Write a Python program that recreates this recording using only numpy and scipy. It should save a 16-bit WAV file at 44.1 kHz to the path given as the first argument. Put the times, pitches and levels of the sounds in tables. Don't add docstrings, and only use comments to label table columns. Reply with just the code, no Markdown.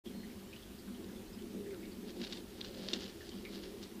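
import sys
import numpy as np
from scipy import signal
from scipy.io import wavfile
from scipy.ndimage import uniform_filter1d

SR = 44100
rng = np.random.default_rng(int(sys.argv[2]) if len(sys.argv) > 2 else 0)


def wav_out(sig):
    wavfile.write(sys.argv[1], SR, np.round(np.clip(np.atleast_2d(sig).T, -1, 1) * 32767).astype(np.int16))


N = 176400
TIME = np.arange(N) / SR
STEPS_PER_S, STEP_SPREAD_DB = 900, 1.5

# f/Hz, gain/dB
LOG_DEEP = [(60, -50), (140, -29.5), (172, -14), (193, 2), (212, -2), (236, 0.5), (275, -15), (330, -21.5),
            (600, -41.5), (3000, -84)]
LOG_UPPER = [(100, -51.5), (240, -19), (285, -5), (310, -2), (352, 2.5), (375, -1.5), (402, 1), (445, -9),
             (485, -15.5), (535, -9.5), (595, -24), (690, -22), (1000, -36), (3000, -53.5)]
# t/s, level/dB
DEEP_ENVELOPE = [(0.05, -50), (0.16, -43.5), (0.29, -51), (0.46, -53), (0.49, -59), (0.92, -49),
                 (1.29, -51.5), (1.59, -46.5), (1.68, -55.5), (2.06, -45.5), (2.12, -56), (2.23, -45.5),
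                 (2.28, -53.5), (2.58, -56.5), (2.95, -46), (3.17, -58.5), (3.29, -58), (3.36, -48.5),
                 (3.86, -57), (4.0, -49.5)]
UPPER_ENVELOPE = [(0.05, -51), (0.53, -56), (0.97, -54), (1.0, -47.5), (1.4, -54), (1.45, -49), (1.6, -48),
                  (2.02, -52), (2.04, -47.5), (2.14, -46.5), (2.17, -43.5), (2.26, -51), (2.36, -48.5),
                  (2.48, -54.5), (2.93, -46.5), (3.22, -52.5), (3.78, -47), (3.8, -52), (4.0, -54)]
# t/s, peak level/dB
THUMP_HITS = [(0.060, -42), (0.150, -39), (1.546, -34.5), (1.666, -40), (2.211, -35), (2.815, -35),
              (2.931, -34)]


def patter():
    deep, upper = ring(LOG_DEEP), ring(LOG_UPPER)
    steps = clicks(STEPS_PER_S, STEP_SPREAD_DB)
    out = unit(signal.fftconvolve(steps, deep)[:N]) * envelope(DEEP_ENVELOPE)
    out += unit(signal.fftconvolve(steps, upper)[:N]) * envelope(UPPER_ENVELOPE) * amp(-1.5)
    thump = peaked(peaked(deep) + amp(0.5) * peaked(upper))
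    for start_s, peak_db in THUMP_HITS:
        add(out, start_s, amp(peak_db) * thump)
    return out


# f/Hz, gain/dB
SCUFF_SPECTRUM = [(300, -37), (520, 3.5), (690, -13), (1000, -38), (2000, -48)]
# t/s, level/dB
SCUFF_ENVELOPE = [(2.52, -90), (2.63, -63), (2.86, -54.5), (2.96, -58), (3.2, -88)]


def scuffs():
    knocks = signal.fftconvolve(clicks(STEPS_PER_S, STEP_SPREAD_DB), ring(SCUFF_SPECTRUM))[:N]
    return unit(knocks) * envelope(SCUFF_ENVELOPE)


# f/Hz, gain/dB
BARK_SPECTRUM = [(150, -33), (600, -6), (1150, -8), (1750, -3), (2500, -7), (2850, 0), (3300, 1), (4200, 1),
                 (4900, 0), (5350, -4), (6300, -11.5), (7100, -13), (9000, -29.5), (15000, -55)]
# t/s, level/dB
RUSTLE_ENVELOPE = [(0, -68), (2.03, -72), (2.10, -53), (2.14, -71), (2.19, -59.5), (2.235, -48),
                   (2.28, -54.5), (2.335, -51.5), (2.38, -56), (2.42, -67.5), (2.60, -61), (2.635, -61),
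                   (2.655, -50), (2.70, -59.5), (2.80, -54.5), (2.87, -51.5), (2.92, -50.5), (2.945, -46),
                   (2.985, -53), (3.04, -48.5), (3.14, -63.5), (3.26, -59.5), (3.48, -64.5), (3.55, -50.5),
                   (3.605, -60), (3.64, -52.5), (3.73, -68.5), (3.81, -62.5), (3.835, -52.5), (3.89, -68),
                   (4, -67)]


def rustle():
    grains = signal.fftconvolve(clicks(per_s=1500, spread_db=2.5), ring(BARK_SPECTRUM))[:N]
    return unit(grains) * envelope(RUSTLE_ENVELOPE) * amp(-0.74)


# f/Hz, width/Hz, gain/dB
TWIG_MODES = [(2864, 130, -1.5), (3182, 150, -4), (3700, 130, -.5), (4190, 110, 1.5), (4515, 130, -4),
              (5930, 180, -10)]
# t/s, level/dB, length/s, centre f/Hz, treble crack share/0-1
SNAP_HITS = [(1.043, -55, 0.0024, 3300, .05), (1.422, -57.5, .004, 4100, 0), (1.745, -54, .002, 3000, .05),
             (1.855, -54.5, .0028, 2800, .1), (2.105, -49, 0.0018, 4500, 0.46),
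             (2.2157, -45, 0.0028, 2290, .05), (2.239, -45, 0.002, 2600, 0), (2.248, -41, .002, 3000, 0.1),
             (2.27, -43.5, 0.0009, 2600, 0), (2.3250, -38.5, .002, 3600, .05),
             (2.3287, -42.5, .0053, 3130, 0.24), (2.372, -47.5, 0.0026, 4000, 0),
             (2.6084, -46, .003, 3800, .05), (2.613, -36, 0.0021, 3200, .03),
             (2.646, -45, 0.0042, 1200, 0.2), (2.8865, -27.5, 0.00045, 4200, 0),
             (2.9333, -27, 0.0014, 2860, 0.16), (2.9361, -32, 0.0019, 4000, .05),
             (2.9372, -35.5, .002, 4000, 0.4), (3.007, -49, 0.0023, 4400, 0.45),
             (3.058, -50.5, 0.007, 1900, 0), (3.292, -44.5, .0015, 3800, 0.4),
             (3.384, -55, 0.0036, 3600, .1), (3.452, -50, 0.0021, 2100, 0), (3.828, -52, 0.013, 5600, 0.4)]


def snaps(slips_per_s=5100, slip_gain=0.29, scatter_t60_s=0.17, scatter_db=-17.5):
    out, t = np.zeros(N), TIME[:1024]
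    treble = signal.butter(4, (5400, 7700), "bandpass", fs=SR, output="sos")
    crack = unit(signal.sosfilt(treble, 1. * (t == 0)))
    for start_s, db, length_s, centre_hz, crack_share in SNAP_HITS:
        slips = slip_gain * rng.standard_normal(len(t))
        slips *= (rng.random(len(t)) < slips_per_s / SR) & (t < length_s)
        slips[0] = 1
        twig = np.zeros(len(t))
        for k, (hz, width_hz, mode_db) in enumerate(TWIG_MODES):
            gain = (-1) ** k * amp(mode_db) * emphasis(hz, centre_hz)
            twig += gain * np.exp(-np.pi * width_hz * t) * np.sin(2 * np.pi * hz * t)
        bark = ring(BARK_SPECTRUM, centre_hz=centre_hz)[:len(t)]
        wood = unit(unit(bark) + amp(1.5) * unit(twig))
        snap = signal.fftconvolve(slips, wood + crack_share * crack)
        add(out, start_s, amp(db) * np.sqrt(length_s * SR) * snap / np.linalg.norm(snap))
    t = TIME[:SR // 2]
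    tail = rng.standard_normal(len(t)) * amp(-60 * t / scatter_t60_s)
    return out + amp(scatter_db) * signal.fftconvolve(out, tail / np.linalg.norm(tail))[:N]


# t/s, f/Hz, level/dB
HOLLOW_GLIDE = [(1.50, 439.5, -56), (1.58, 413.5, -48.5), (1.69, 398, -47), (1.79, 336.3, -51),
                (1.93, 313.4, -55)]


def hollow_tone():
    out = np.zeros(N)
    times_s, hz, db = np.transpose(HOLLOW_GLIDE)
    t = np.arange(times_s[0], times_s[-1], 1 / SR)
    tone = wavering(np.interp(t, times_s, hz), width_hz=15.4)
    add(out, times_s[0], amp(np.interp(t, times_s, db)) * tone)
    return out


# t/s, level/dB, f/Hz
TICK_HITS = [(0.058, -51, 3300), (0.231, -52.5, 1970), (0.300, -52.5, 2190), (0.529, -47, 2600),
             (0.562, -48.5, 2960), (0.624, -52, 3300), (0.785, -56, 4700), (0.878, -55, 1410),
             (0.947, -55, 3120), (1.089, -57, 1550), (1.160, -54, 3450), (1.255, -58, 3040),
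             (1.329, -55, 5040), (1.388, -53, 3030), (1.661, -54.5, 1840), (1.706, -50.5, 2210),
             (1.729, -53, 1470), (1.831, -51.5, 2210), (1.913, -54, 4500), (3.207, -50, 1720),
             (3.315, -49, 3100), (3.451, -44, 2260)]


def ticks(width_hz=390, decay_s=0.022, strike_db=14.5, grains_per_s=660, crackle_db=-1):
    out, t = np.zeros(N), TIME[:SR // 10]
    pole_radius = np.exp(-np.pi * width_hz / SR)
    bark = ring(BARK_SPECTRUM)
    decay = np.exp(-t / decay_s)
    for start_s, db, hz in TICK_HITS:
        drive = rng.standard_normal(len(t)) * decay
        drive[0] = amp(strike_db)
        pole = pole_radius * np.exp(2j * np.pi * hz / SR)
        tone = peaked(signal.lfilter([1], np.poly([pole, pole]), drive).real)
        grains = rng.uniform(-0.98, 1, len(t)) * decay
        grains *= rng.random(len(t)) < grains_per_s / SR
        grains[0] = 1
        crackle = peaked(signal.fftconvolve(grains, bark)[:len(t)])
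        add(out, start_s, amp(db) * (tone + amp(crackle_db) * crackle))
    return out


def squeak(start_s=0.13, length_s=0.13, hz=4240, db=-66):
    out = np.zeros(N)
    pitch_hz = np.full(round(length_s * SR), hz)
    add(out, start_s, amp(db) * wavering(pitch_hz, width_hz=150))
    return out


# f/Hz, relative density/dB
HISS_SPECTRUM = [(20, -40), (300, -3), (600, 3), (1000, .3), (1500, -.5), (3200, -.7), (4500, -2.7),
                 (6000, -5.2), (9000, -6.3), (14000, -6.8), (15600, -9.5)]
RUMBLE_SPECTRUM = [(10, -20), (28, -3), (40, 0.5), (75, 1), (120, -4), (150, -6.5), (300, -16.5),
                   (1000, -23.5), (4000, -76)]


def background():
    hiss = amp(-59.6) * noise(HISS_SPECTRUM, patch_db=1.5, size=1024)
    rumble = amp(-59) * noise(RUMBLE_SPECTRUM, patch_db=1, size=4096)
    return hiss + rumble


def amp(db):
    return 10 ** (np.asarray(db) / 20)


def unit(x):
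    return x / np.sqrt(np.mean(x ** 2) + 1e-20)


def peaked(x):
    return x / (abs(x).max() + 1e-20)


def spectrum_db(points, hz):
    f, db = np.transpose(points)
    return np.interp(np.log(hz + 1), np.log(f + 1), db)


def envelope(points):
    return amp(np.interp(TIME, *np.transpose(points)))


def add(mix, start_s, sound):
    part = mix[max(round(start_s * SR), 0):][:len(sound)]
    part += sound[:len(part)]


def emphasis(hz, centre_hz, half_width_oct=0.6):
    return 1 / np.sqrt(1 + (np.log2((hz + 1) / centre_hz) / half_width_oct) ** 2)


def ring(points, size=4096, centre_hz=None):
    hz = abs(np.fft.fftfreq(size, 1 / SR))
    gain = amp(spectrum_db(points, hz)) * (emphasis(hz, centre_hz) if centre_hz else 1)
    log_response = np.conj(signal.hilbert(np.log(gain)))
    return np.fft.ifft(np.exp(log_response)).real


def clicks(per_s, spread_db):
    strength = amp(spread_db * np.minimum(rng.exponential(1, N), 4))
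    return strength * rng.choice([-1., 1.], N) * (rng.random(N) < per_s / SR)


def wavering(hz, width_hz):
    drift = np.cumsum(rng.standard_normal(len(hz))) * np.sqrt(2 * np.pi * width_hz / SR)
    phase = 2 * np.pi * np.cumsum(hz) / SR + uniform_filter1d(drift, size=200)
    return unit(np.sin(phase)) * signal.windows.tukey(len(hz), .25)


def noise(points, patch_db, size):
    hz = np.fft.rfftfreq(size, 1 / SR)
    real, imag, patches = rng.standard_normal((3, 4 * N // size + 5, len(hz)))
    patches = uniform_filter1d(patches, size=8, axis=0)
    patches = unit(uniform_filter1d(patches, size=10, axis=1))
    frames = (real + 1j * imag) * amp(spectrum_db(points, hz) + patch_db * patches)
    return unit(signal.istft(frames.T, nperseg=size, noverlap=size - size // 4)[1][:N])


def scene():
    mono = background() + patter() + squeak() + hollow_tone() + scuffs() + rustle() + snaps() + ticks()
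    return np.array([mono, mono])


def record(dry):
    silence_s, fade_s, cutoff_hz = 0.038, 0.024, 15530
    fade_in = np.clip((TIME - silence_s) / fade_s, 0, 1)
    lowpass = signal.firwin(1023, cutoff_hz, window=("kaiser", 9), fs=SR)
    return signal.oaconvolve(dry * fade_in, lowpass[None], "same")


dry = scene()
out = record(dry)
wav_out(out)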